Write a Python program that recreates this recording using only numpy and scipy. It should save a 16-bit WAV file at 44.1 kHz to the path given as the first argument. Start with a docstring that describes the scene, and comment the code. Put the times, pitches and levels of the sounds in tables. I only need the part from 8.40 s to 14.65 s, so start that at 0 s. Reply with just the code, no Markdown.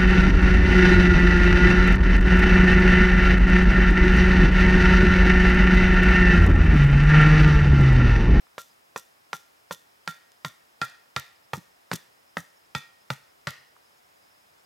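"""A camp in still woods, the stereo microphone close to a wooden stake, faint insects far off.
A small fire pops, then a hatchet starts on the stake: fourteen quick blows, each a knock, a short ring
and a grind of grit, scattered back by the trunks. Square blows crack and carry further than soft ones.
A thump from the ground grows as the stake seats itself; at 3.5 s one blow glances and lands twice.
After the last blow, near 5 s, the fire pops once more and the insects swell briefly."""
import sys
import numpy as np
from scipy import signal
from scipy.fft import rfft, irfft
from scipy.io import wavfile
from scipy.ndimage import uniform_filter1d, minimum_filter1d

SR = 44100
rng = np.random.default_rng(int(sys.argv[2]) if len(sys.argv) > 2 else 0)


def persist_wave(psi):
    """Save psi, clipped to +-1, as 16-bit WAV."""
    counts = np.round(np.clip(psi, -1, 1) * 32767).astype(np.int16)
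    wavfile.write(sys.argv[1], SR, np.atleast_2d(counts).T)


N = 275625
T = np.arange(SR // 2) / SR  # time since an event began, s

# spectra of the still air, mid and side: f/Hz, relative level/dB
AIR_MID_SPECTRUM = [(20, -7), (45, -5), (70, -3.5), (200, -4.5), (400, -3), (750, -0.5), (1200, -3),
                    (2000, -5), (3500, -9), (7000, -11.5), (12000, -13), (16000, -15)]
AIR_SIDE_SPECTRUM = [(20, -23), (70, -13), (200, -2), (400, 5), (750, 8), (1300, 6.5), (2400, 0),
                     (4400, -7.5), (8000, -21.5), (15000, -101)]
# shrill lines of the far insects: f/Hz, relative level/dB
INSECT_LINES = [(4970, -0.5), (5060, -13.5), (5160, -0.5), (5330, 0)]
# their higher chirps: t/s, level/dB, f/Hz
INSECT_CHIRPS = [(4.17, -75, 6700), (5.58, -75, 6800), (5.75, -77, 6860), (6.19, -75, 7300)]
# pops of the camp fire: t/s, level/dB, f/Hz, width/Hz
FIRE_POPS = [(.0690, -57, 1200, 600), (1.1100, -69, 5000, 6000), (1.6620, -63, 4000, 5000),
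             (1.9189, -56, 5000, 6000), (5.0140, -66, 5000, 6000), (5.3652, -53, 1150, 450)]
# what the trunks and the nearby rock throw back: f/Hz, relative level/dB
TRUNK_SPECTRUM = [(60, -7), (140, -2), (300, -6), (600, -3), (1000, -5), (1400, -1.5), (1900, 2.5),
                  (3000, -1), (4500, -0.5), (7000, -2), (12000, -14)]
ROCK_SPECTRUM = [(100, 5), (500, 0.5), (1600, 1.5), (2600, -2.5), (4500, -5), (8000, -3.5), (15000, -6)]
# spectrum of grit rubbing on the stake: f/Hz, relative level/dB
GRIT_SPECTRUM = [(300, -10), (1500, -11), (3500, 8.5), (4700, 3.5), (6000, 8.5), (8000, 4), (10000, 1.5),
                 (14000, 1.5), (16000, -7.5)]
# further loud scrapes along the stake, several where it stops just after a blow: t/s, level/dB, length/s
LOUD_SCRAPES = [(0.577, -36, 0.0028), (1.324, -39.5, 0.014), (2.451, -40, 0.002), (2.4973, -53, .003),
                (2.797, -37.5, 0.0022), (3.138, -38.5, 0.0024), (3.535, -31.5, 0.0043),
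                (3.555, -36, 0.0076), (5.107, -38, 0.0013)]
# soil giving way under the stake: t/s, level/dB, f/Hz
SOIL_THUDS = [(3.1731, -43, 176), (3.1738, -73, 315), (3.534, -42.5, 347)]
# damped modes of the held stake, low ones knock, high ones crack: f/Hz, width/Hz, relative gain/dB
KNOCK_MODES = [(214, 160, -23), (603, 160, -3), (899, 300, -2), (1192, 380, 1.5)]
CRACK_MODES = [(1866, 116, 11.5), (2006, 310, 8.5), (2424, 370, 10.5), (2980, 230, -20.5), (3335, 680, 10),
               (4330, 660, 7), (5240, 160, -20), (7000, 440, -13), (12550, 2000, -6.5)]
# longer rings: f/Hz, t60/s, level re group/dB, group (0 stake, 1 steel, 2 steel ping, 3 stake ting)
RING_MODES = [(1378, .115, 0, 0), (1425, .05, -11, 0), (1877, .13, 0, 1), (1862, .62, -10, 1),
              (1930, .07, -8, 1), (3480, .22, 0, 2), (3570, .22, -1, 2), (5860, .19, -4, 3),
              (5975, .13, -1, 3)]
# hatchet landings: t/s, strength/dB, sharpness/Hz, thump f/Hz, stake ring/dB, steel ring/dB, ping/dB
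HATCHET_BLOWS = [ (0.1802, -35, 1040, 184, -45.5, -60, -61), (0.5603, -31, 970, 182, -52, -59, -63),
                 (0.9298, -30.5, 2140, 163.6, -37.5, -64, -57.5),
                 (1.3091, -32, 730, 165, -50, -53.5, -56.5), (1.6752, -33.5, 6300, 162, -38, -46.5, -54),
                 (2.0471, -32, 4060, 142, -42.5, -49.5, -57.5),
                 (2.415, -25, 4930, 131.4, -30.5, -42, -53.5),
                 (2.7624, -26, 5470, 135.5, -36.5, -43.5, -61), (3.1331, -27, 1330, 131, -60, -53.5, -66),
                 (3.5142, -28, 1610, 156, -69, -56, -62), (3.5304, -37.5, 7000, 162.6, -65, -66, -59),
                 (3.9687, -27.5, 1320, 170.3, -70, -49, -75),
                 (4.3492, -26.5, 4460, 141.5, -42.5, -42, -46.5), (4.7021, -28, 2930, 132.4, -55, -51, -73),
                 (5.0701, -25.5, 4900, 138, -46, -51, -56.5)]


def undb(db):
    """Decibels to gain."""
    return 10 ** (np.asarray(db) / 20)


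def level(x, db, span_s):
    """Scale x so that its energy, spread over span_s, has the given rms level."""
    return x * undb(db) / np.sqrt(np.sum(x ** 2) / (span_s * SR) + 1e-18)


def add(track, s, x):
    """Mix x into the track from time s on."""
    i = max(int(s * SR), 0)
    track[..., i:i + x.shape[-1]] += x[..., :track.shape[-1] - i]


def colour(x, spectrum, size=4096):
    """Minimum-phase filter through the given points: f/Hz, gain/dB."""
    hz, db = np.transpose(spectrum)
    bin_hz = np.arange(size // 2 + 1) * SR / size
    gain = undb(np.interp(np.log(bin_hz + 1), np.log(hz), db))
    cepstrum = irfft(np.log(gain))
    cepstrum[1:size // 2] *= 2
    cepstrum[size // 2 + 1:] = 0
    return signal.fftconvolve(x, irfft(np.exp(rfft(cepstrum))))[:len(x)]


def resonate(x, hz, width_hz):
    """Two-pole resonance, gain 1 at the centre."""
    return signal.lfilter(*signal.iirpeak(hz, hz / width_hz, fs=SR), x)


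def fade(t60):
    """Exponential decay, 60 dB down after t60 seconds."""
    return np.exp(-np.log(1000) * T / t60)


def rise(time_s):
    """Exponential onset from 0 towards 1."""
    return 1 - np.exp(-T / time_s)


def walk(rate_hz):
    """Smooth random wander with a spread of 1."""
    hold = int(SR / rate_hz)
    steps = np.repeat(rng.standard_normal(N // hold + 1), hold)
    wander = uniform_filter1d(uniform_filter1d(steps, hold), hold)[:N]
    return wander / wander.std()


def air(mid_db=-64, side_db=-62):
    """The soft, wide hush of the woods all round the microphone, under an even hiss."""
    mid = level(colour(rng.standard_normal(N), AIR_MID_SPECTRUM), mid_db, N / SR)
    side = level(colour(rng.standard_normal(N), AIR_SIDE_SPECTRUM), side_db, N / SR)
    return mid + np.array([side, -side])


def insects(base_db=-74.5, swell_db=5, swell_at_s=5.87, swell_s=0.1, waver_hz=60, flutter_db=5.5):
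    """Far insects, each a wavering shrill line, with one brief swell and a few higher chirps."""
    swell = np.exp(-((np.arange(N) / SR - swell_at_s) / swell_s) ** 2)
    chorus = np.zeros((2, N))
    for part in chorus:
        for hz, db in INSECT_LINES:
            phase = 2 * np.pi * np.cumsum(hz + waver_hz * walk(180)) / SR
            part += np.sin(phase) * undb(db + flutter_db * walk(90))
    mid, side = (level(part, 0, N / SR) * undb(base_db + swell_db * swell) for part in chorus)
    chirp_shape = np.exp(-((T - .05) / 0.015) ** 2)
    for s, db, hz in INSECT_CHIRPS:
        band = resonate(resonate(rng.standard_normal(len(T)), hz, 300), hz, 300)
        add(mid, s - .05, level(band * chirp_shape, db, 0.029))
    return mid + 0.48 * np.array([side, -side])


def fire():
    """Single pops of burning twigs, dull or sharp, in the centre of the image."""
    out = np.zeros(N)
    click = 1. 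* (T == 0)
    for s, db, hz, width_hz in FIRE_POPS:
        pop = resonate(resonate(click, hz, width_hz), hz, 2 * width_hz)
        add(out, s, level(pop, db, 0.0039))
    return out


def scatter(x, spectrum, t60, build_s, patchy_db, wide):
    """A fresh cloud of small echoes, partly alike on the two sides of the microphone."""
    echoes = rng.standard_normal((2, len(T))) * undb(patchy_db * rng.standard_normal((2, len(T))))
    echoes *= fade(t60) * rise(build_s)
    responses = (colour(cloud / np.linalg.norm(cloud), spectrum) for cloud in echoes)
    mid, side = (signal.fftconvolve(x, response)[:len(T)] for response in responses)
    return mid + wide * np.array([side, -side])


def trunk_echoes(x):
    """Later echoes from the trunks standing further off, all around."""
    return undb(-20) * scatter(x, TRUNK_SPECTRUM, t60=0.47, build_s=0.0046, patchy_db=5.5, wide=0.49)


def rock_echoes(x):
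    """Early scatter from the rough rock and the ground close by."""
    return undb(-10) * scatter(x, ROCK_SPECTRUM, t60=0.094, build_s=0.0007, patchy_db=1.5, wide=0.73)


def from_ground(x, screen_db=-7):
    """A sound at the foot of the stake, half screened from its surroundings."""
    return x + undb(screen_db) * (rock_echoes(x) + trunk_echoes(x))


def grains(envelope, spread_db=4.0, clump_db=3.0, clump_s=0.00081):
    """Dense clicks of soil grains; they stick and slip in clumps."""
    clumps = uniform_filter1d(rng.standard_normal(len(T)), int(clump_s * SR) + 1)
    sizes = undb(spread_db * rng.standard_normal(len(T)) + clump_db * clumps / clumps.std())
    return colour(rng.standard_normal(len(T)) * sizes * envelope, GRIT_SPECTRUM)


def scrape(db, length_s):
    """A stone rubs along the stake: a short burst of grains."""
    return level(grains(np.exp(-(T / length_s) ** 4)), db, length_s)


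def slide(grit_db, slide_s=0.037):
    """The stake slides through the soil: grit grinds until it stops, then trickles."""
    grinding = np.exp(-(T / slide_s) ** 6)
    trickle = 1.2 * fade(0.41)
    grit = level(grains(rise(0.002) * (grinding + trickle)), grit_db, .05)
    add(grit, rng.uniform(0, slide_s / 2), scrape(db=-44.5, length_s=0.001))  # catches on a small stone
    add(grit, rng.normal(.0345, .002), scrape(db=-44, length_s=0.0019))  # scrapes where it stops
    return grit


def thump(db, hz, t60=0.08, stiffening=0.55, relax_s=0.0032):
    """Stake and soil bounce together; the soil is stiffest while squeezed, and loose earth rumbles."""
    phase = 2 * np.pi * np.cumsum(hz * (1 + stiffening * np.exp(-T / relax_s))) / SR
    bounce = np.sin(phase) * fade(t60) + 0.12 * np.sin(1.65 * phase) * fade(0.11)
    earth_band = signal.butter(2, [0.6 * hz, 1.16 * hz], "band", fs=SR)
    earth = signal.lfilter(*earth_band, rng.standard_normal(len(T)))
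    motion = (bounce + 0.51 * earth / earth.std() * fade(0.08)) * rise(0.0018)
    # a small patch of ground radiates no deep bass
    radiated = signal.lfilter(*signal.butter(2, 75, "high", fs=SR), motion)
    return level(radiated, db, 0.037)


def contact(sharp_hz, crush_s, push):
    """Force of the steel on the stake: a push amid crushing fibres; a soft landing rounds it off."""
    pressing = np.exp(-(T / crush_s) ** 4) * rise(0.00048)
    force = rng.standard_normal(len(T)) * pressing
    force /= np.linalg.norm(force)
    force[int(.0008 * SR)] += push
    # countless fibres break, so the force favours no pitch
    flat = irfft(np.exp(1j * np.angle(rfft(force))), len(T))
    return signal.lfilter(*signal.butter(1, sharp_hz, fs=SR), flat * np.sqrt(pressing))


def struck_wood(force, modes, slap, slap_s):
    """Damped wood modes; the rock face and the ground beside the stake slap them straight back."""
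    direct = sum(undb(db) * resonate(force, hz, width_hz) for hz, width_hz, db in modes)
    delay_s = slap_s * rng.uniform(0.836, 1.202)
    return direct + slap * np.interp(T - delay_s, T, direct, left=0)


def ring(group_db, detune=0.0033):
    """Stake and hatchet ring on; where the blow lands decides how strongly each group sounds."""
    tone = 0
    for hz, t60, db, group in RING_MODES:
        mode_hz = hz * (1 + detune * rng.standard_normal())
        mode = np.sin(2 * np.pi * mode_hz * T) * fade(t60) * rise(0.0026)
        tone = tone + level(mode, db + group_db[round(group)], .05)
    return tone


def hatchet(pan_db=-1.5, seating_s=1.34, grip_at_s=1.8, gripping_s=0.24):
    """Steel drives the stake, close by and just right of centre: knock, crack, ring, thump and grit."""
    out = np.zeros((2, N))
    pan = undb(np.array([[pan_db], [-pan_db]]) / 2)
    for s, db, sharp_hz, thump_hz, stake_db, steel_db, ping_db in HATCHET_BLOWS:
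        hardness = np.log2(sharp_hz / 3000)  # octaves sharper than the usual blow
        effort_db = db + 28  # strength over the usual -28 dB
        looseness = np.exp(-s / seating_s)  # the stake starts loose and seats itself
        # a sharper blow knocks less, cracks more and sends more into the trees
        knock_force = contact(sharp_hz, crush_s=0.0053, push=0.73)
        knock = struck_wood(knock_force, KNOCK_MODES, slap=0.23, slap_s=0.002066)
        crack_force = contact(sharp_hz, crush_s=0.0031, push=0.14)
        crack = struck_wood(crack_force, CRACK_MODES, slap=0.49, slap_s=0.001162)
        impact = level(knock, db - 1.13 * hardness, .008) + level(crack, db + 2.64 * hardness, .008)
        # the stake tings thinly until the soil grips it
        grip_db = 20 * np.log10(1 + np.exp((s - grip_at_s) / gripping_s))
        ting_db = -52.5 + effort_db - grip_db
        tone = ring([stake_db, steel_db, ping_db, ting_db])
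        echo = undb(3.5 - 4 * looseness + 3.5 * hardness) * trunk_echoes(impact + 0.84 * tone)
        add(out, s, pan * (impact + tone) + rock_echoes(impact + 0.5 * tone) + echo)
        # the thump is fullest with the stake seated and the pitch low
        thump_db = -34 - 35 * looseness - 0.4 * effort_db - 9 * np.log2(thump_hz / 135)
        grit_db = -50 + looseness - 0.14 * hardness  # a soft blow grinds a little more grit
        add(out, s, from_ground(thump(thump_db, thump_hz) + slide(grit_db)))
    for s, db, length_s in LOUD_SCRAPES:
        add(out, s, from_ground(scrape(db, length_s)))
    for s, db, hz in SOIL_THUDS:
        add(out, s, from_ground(thump(db, hz, t60=0.066)))
    return out


def scene():
    """The camp as it reaches the microphone."""
    return hatchet() + fire() + insects() + air()


def record(dry, bass_hz=58, ceiling_db=-14.5, hold_s=0.0014, top_hz=16100):
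    """The recorder thins the deep bass, turns down briefly around loud peaks and cuts the top."""
    thin = signal.sosfilt(signal.butter(3, bass_hz, "high", fs=SR, output="sos"), dry)
    hold = int(hold_s * SR) + 1
    gain = np.minimum(1, undb(ceiling_db) / (np.abs(thin).max(axis=0) + 1e-9))
    limited = thin * uniform_filter1d(minimum_filter1d(gain, hold), hold)
    return signal.sosfilt(signal.ellip(10, .2, 70, top_hz, fs=SR, output="sos"), limited)


dry = scene()
out = record(dry)
persist_wave(out)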